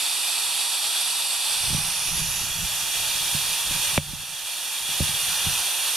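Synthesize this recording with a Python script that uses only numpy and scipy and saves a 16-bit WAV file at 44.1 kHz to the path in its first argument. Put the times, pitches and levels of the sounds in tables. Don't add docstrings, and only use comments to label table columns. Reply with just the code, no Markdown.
import sys
import numpy as np
from scipy import signal
from scipy.fft import rfft, irfft, next_fast_len
from scipy.io import wavfile
from scipy.ndimage import uniform_filter1d, map_coordinates

SR = 44100
rng = np.random.default_rng(int(sys.argv[2]) if len(sys.argv) > 2 else 0)


def inscribe(sig):
    pcm = np.round(np.clip(np.atleast_2d(sig).T, -1, 1) * 32767)
    wavfile.write(sys.argv[1], SR, pcm.astype(np.int16))


N = 262832
TIME = np.arange(N) / SR
FFT_SIZE = next_fast_len(N + SR)
FREQ = np.maximum(np.arange(FFT_SIZE // 2 + 1) * SR / FFT_SIZE, 1)
SIDES = np.array([[1], [-1]])
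WALK_START_S, CLOSE_M = 1.545, 0.66


# frequency in Hz, relative level in dB.
CLOSE_TONE = [(30, -41), (100, -26.5), (300, -19.5), (550, -14), (860, -8.5), (1500, -9), (2000, -8),
              (2450, 2), (3450, 2.5), (5400, -4.5), (7000, -7.5), (9400, 0.5), (11200, 0), (12800, -10),
              (14600, -23)]
# frequency in Hz, relative level in dB.
FAR_TONE = [(100, -28), (420, -16), (860, -9), (1200, -8), (1700, -6), (2050, -8), (2450, 0.5), (3500, 2),
            (5300, -4), (7700, -8.5), (8700, -2), (10800, -0.3), (12900, -7.5), (13900, -9), (15000, -14)]
# delay close by in milliseconds, then strength
ECHOES = [(0.227, 0.18, 0.25, 0.064), (.317, -0.16, -0.19, 0.019)]

def air_jet(close_db=-20.5, far_db=-20, midway_dip_db=-2.5, surge_db=0.49, surge_hz=5):
    far = farness()
    direct = np.sqrt(1 - far) * valve_hiss(CLOSE_TONE) + np.sqrt(far) * valve_hiss(FAR_TONE)
    hiss = direct
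    for delay_ms, *strengths in ECHOES:
        echo = delayed(direct, delay_ms * CLOSE_M / distance())
        hiss = hiss + np.interp(far, [0, .5, 1], strengths) * echo
    midway = 4 * far * (1 - far)
    level_db = close_db * (1 - far) + far_db * far + midway_dip_db * midway
    return hiss * from_db(level_db + surge_db * drift(surge_hz))


# pitch in Hz, width in Hz, boost in dB.
VALVE_RESONANCES = [(870, 198, 5.5), (2850, 120, 2), (3324, 180, 4.5), (3630, 95, 3.5), (4380, 110, 2.5),
                    (5824, 410, 6.5), (7020, 760, 5.5), (8790, 530, 2)]

def valve_hiss(tone):
    tone_db = at_every_frequency(tone)[0]
    boost_db = sum(db / (1 + (2 * (FREQ - hz) / width) ** 2) for hz, width, db in VALVE_RESONANCES)
    spectrum = microphones(workshop(turbulence()), workshop(turbulence()))
    return irfft(spectrum * from_db(tone_db + boost_db), FFT_SIZE)[:, :N]


def turbulence(sputter_db=0.47, sputter_hz=22, drops_per_s=45, drop_db=-8.0, drop_s=0.0002):
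    drops = (rng.random(N) < drops_per_s / SR) * rng.uniform(0, 1, N)
    spits = signal.lfilter([1], [1, -np.exp(-1 / (drop_s * SR))], drops)
    return rng.standard_normal(N) * (from_db(sputter_db * drift(sputter_hz)) + from_db(drop_db) * spits)


def whistle(hz=3338, ring_s=0.11, far_db=-39.5):
    note = unit_level(ring(rng.standard_normal(N), hz, ring_s))
    return note * farness() * from_db(far_db)


# start in seconds, strength in dB, brightness (treble limit) in Hz.
HAND_BUMPS = [(1.7, -29.5, 300), (1.725, -24, 220), (1.743, -20, 283), (1.778, -28, 260),
              (2.176, -32.5, 230), (2.431, -34, 230), (3.344, -24.5, 262), (3.709, -33, 600),
              (3.977, -8.5, 6000), (4.13, -18.5, 248), (4.231, -37, 800), (4.886, -36.5, 505),
              (5.002, -15, 517), (5.016, -14.5, 110), (5.087, -31, 260), (5.463, -21.5, 170)]

def bumps(shudder_db=-6.0, shudder_s=0.041, shudder_hz=220):
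    force = np.zeros(N)
    for start_s, db, brightness_hz in HAND_BUMPS:
        click = from_db(db) * (np.arange(N) == round(start_s * SR))
        force += pass_band(click, brightness_hz, "low")
    decay = from_db(-60 / (shudder_s * SR))
    dying_away = signal.lfilter([np.sqrt(1 - decay ** 2)], [1, -decay], force)
    shudder = pass_band(dying_away * rng.standard_normal((2, N)), shudder_hz, "low")
    return camera_body(force + from_db(shudder_db) * shudder)


# pitch in Hz, level in dB, ring time in seconds,
# how much louder on the left in dB.
BODY_NOTES = [(83, -4.5, 0.12, -3), (148, -3, 0.16, -3), (216, 1.5, 0.038, 0.5), (357, -1, 0.013, -1),
              (556, -4.5, 0.051, 2.5), (930, 6, 0.0043, -0.5), (1730, 2, 0.0039, -1), (2300, 1, 0.015, -6),
              (3350, 1.5, 0.0031, -2)]

def camera_body(force):
    sound = np.zeros((2, N))
    for k, (hz, db, ring_s, left_db) in enumerate(BODY_NOTES):
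        sign = (-1) ** (k + 1)
        sound += sign * ring(force, hz, ring_s) * from_db(db + SIDES * left_db / 2)
    return sound


# frequency in Hz, relative level in dB,
# how much louder on the left in dB.
GRIP_TONE = [(20, -3, 11), (40, 4, -12), (80, 1.5, -8), (120, 3, 3), (170, 4.5, -6), (253, -19, 0),
             (343, -14, 4), (700, -29, 0), (2000, -60, 0)]

def grip(lumps_db=3.0, lumps_hz=14, stereo_spread=0.4):
    tone_db, left_db = at_every_frequency(GRIP_TONE)
    noise = rng.standard_normal(FFT_SIZE) + stereo_spread * rng.standard_normal((2, FFT_SIZE))
    rumble = irfft(rfft(noise) * from_db(tone_db + SIDES * left_db / 2), FFT_SIZE)[:, :N]
    return unit_level(rumble) * rubbing() * from_db(lumps_db * drift(lumps_hz))


# start in seconds, length in seconds, level in dB.
FINGER_RUBS = [(1.615, 1.9, -48.5), (1.673, 0.16, -41.5), (2.12, 0.34, -40), (2.6, 0.064, -41.5),
               (3.71, 0.069, -42.5), (4.03, .07, -31.5), (4.2, 0.24, -49.5), (4.89, 0.25, -49),
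               (5.227, 0.094, -47), (5.47, 0.068, -42.5)]

def rubbing(still_hand_db=-82, tense_hand_db=-66, fade_s=.065):
    power = from_db(np.where(TIME < WALK_START_S, still_hand_db, tense_hand_db)) ** 2
    for start_s, length_s, db in FINGER_RUBS:
        before_s = np.maximum(start_s - TIME, 0)
        after_s = np.maximum(TIME - start_s - length_s, 0)
        power = power + (from_db(db) * np.exp(-(before_s + after_s) / fade_s)) ** 2
    return np.sqrt(power)


def workshop(x, ring_s=0.33, echo_db=-7, sway_radians=0.48, sway_hz=0.57):
    tails = rng.standard_normal((2, SR // 2)) * from_db(-60 * TIME[:SR // 2] / ring_s)
    tails /= np.linalg.norm(tails[0])
    here, there = irfft(rfft(x, FFT_SIZE) * rfft(tails, FFT_SIZE), FFT_SIZE)[:, :N]
    blend = sway_radians * drift(sway_hz)
    echoes = np.cos(blend) * here + np.sin(blend) * there
    echo_gain = from_db(echo_db)
    return (x + echo_gain * echoes) / np.sqrt(1 + echo_gain ** 2)


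# frequency in Hz, how much louder on the left in dB,
# how far the left wave is ahead in radians, how alike the two sides are from 0 to 1.
MIC_OPENINGS = [(300, 0, 0, .93), (1000, 0, 0, .98), (2900, 0, 0, .995), (3450, 3.5, -.4, .9),
                (3700, 0, -1.1, .8), (3900, -5.5, 0, .8), (4350, -.3, 0, .98), (4950, -1.1, -.5, .85),
                (5400, -5, -.25, .8), (6700, -6.2, .27, .68), (7900, -6.5, .66, .66),
                (8700, -3.4, .66, .83), (10300, -6, 1.06, .62), (11500, -3.7, 1.3, .82),
                (12700, -.6, 1.33, .68), (14500, -.5, .4, .78)]

def microphones(shared, opposed):
    left_db, lead, alike = at_every_frequency(MIC_OPENINGS)
    middle = np.sqrt((1 + alike) / 2) * rfft(shared, FFT_SIZE)
    side = np.sqrt((1 - alike) / 2) * rfft(opposed, FFT_SIZE)
    balance = np.sqrt(2 / (1 + from_db(-2 * SIDES * left_db)))
    return (middle + SIDES * side) * balance * np.exp(.5j * SIDES * lead)


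def distance(retreat_m=1.29, slowing_s=3.93):
    walked_s = np.maximum(TIME - WALK_START_S, 0)
    return CLOSE_M + retreat_m * (1 - np.exp(-walked_s / slowing_s))


def farness(near_zone_m=.48):
    progress = np.clip((distance() - CLOSE_M) / near_zone_m, 0, 1)
    return np.sin(np.pi / 2 * progress) ** 2


def from_db(db):
    return 10 ** (np.asarray(db) / 20)


def unit_level(x):
    return x / np.sqrt(np.mean(x ** 2) + 1e-20)


def at_every_frequency(rows):
    hz, *columns = np.transpose(rows)
    return [np.interp(np.log(FREQ), np.log(hz), column) for column in columns]


def pass_band(x, edge_hz, kind):
    return signal.sosfilt(signal.butter(2, edge_hz, kind, fs=SR, output="sos"), x + 1e-18)


def drift(rate_hz):
    spectrum = rfft(rng.standard_normal(FFT_SIZE)) / (1 + (FREQ / rate_hz) ** 2)
    return unit_level(irfft(spectrum, FFT_SIZE)[:N])


def delayed(x, delay_ms):
    earlier = np.arange(N) - delay_ms * SR / 1000
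    return np.array([map_coordinates(channel, [earlier], order=3) for channel in x])


def ring(force, hz, ring_s):
    decay, step = from_db(-60 / (ring_s * SR)), 2 * np.pi * hz / SR
    return signal.lfilter([0, np.sin(step)], [1, -2 * decay * np.cos(step), decay ** 2], force + 1e-18)


def scene():
    return air_jet() + whistle() + grip() + bumps()


def gain_control(x, threshold_db=-20.0, cut_per_db=1.18, attack_s=0.0094, recover_db_per_s=10.0):
    power = uniform_filter1d(np.mean(pass_band(x, 400, "high") ** 2, axis=0), size=64)
    level_db = 10 * np.log10(np.maximum(power, 1e-12))
    cut_db = cut_per_db * np.maximum(level_db - threshold_db, 0)
    recovery_db = recover_db_per_s * TIME
    held_db = np.maximum.accumulate(cut_db + recovery_db) - recovery_db
    smoothing = np.exp(-1 / (attack_s * SR))
    return x * from_db(-signal.lfilter([1 - smoothing], [1, -smoothing], held_db))


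# pitch in Hz, width in Hz,
# depth in dB.
WHINE_CUTS = [(2200, 150, -26), (3100, 85, -15), (4100, 100, -14), (5100, 80, -16), (6100, 95, -17)]

def record(dry, ceiling=0.71, top_hz=15200):
    for hz, width_hz, depth_db in WHINE_CUTS:
        stop = signal.butter(2, [hz - width_hz / 2, hz + width_hz / 2], "bandstop", fs=SR, output="sos")
        dry = from_db(depth_db) * dry + (1 - from_db(depth_db)) * signal.sosfilt(stop, dry)
    rounded = ceiling * np.tanh(gain_control(dry) / ceiling)
    return signal.sosfilt(signal.ellip(12, .1, 90, top_hz, fs=SR, output="sos"), rounded)


dry = scene()
out = record(dry)
inscribe(out)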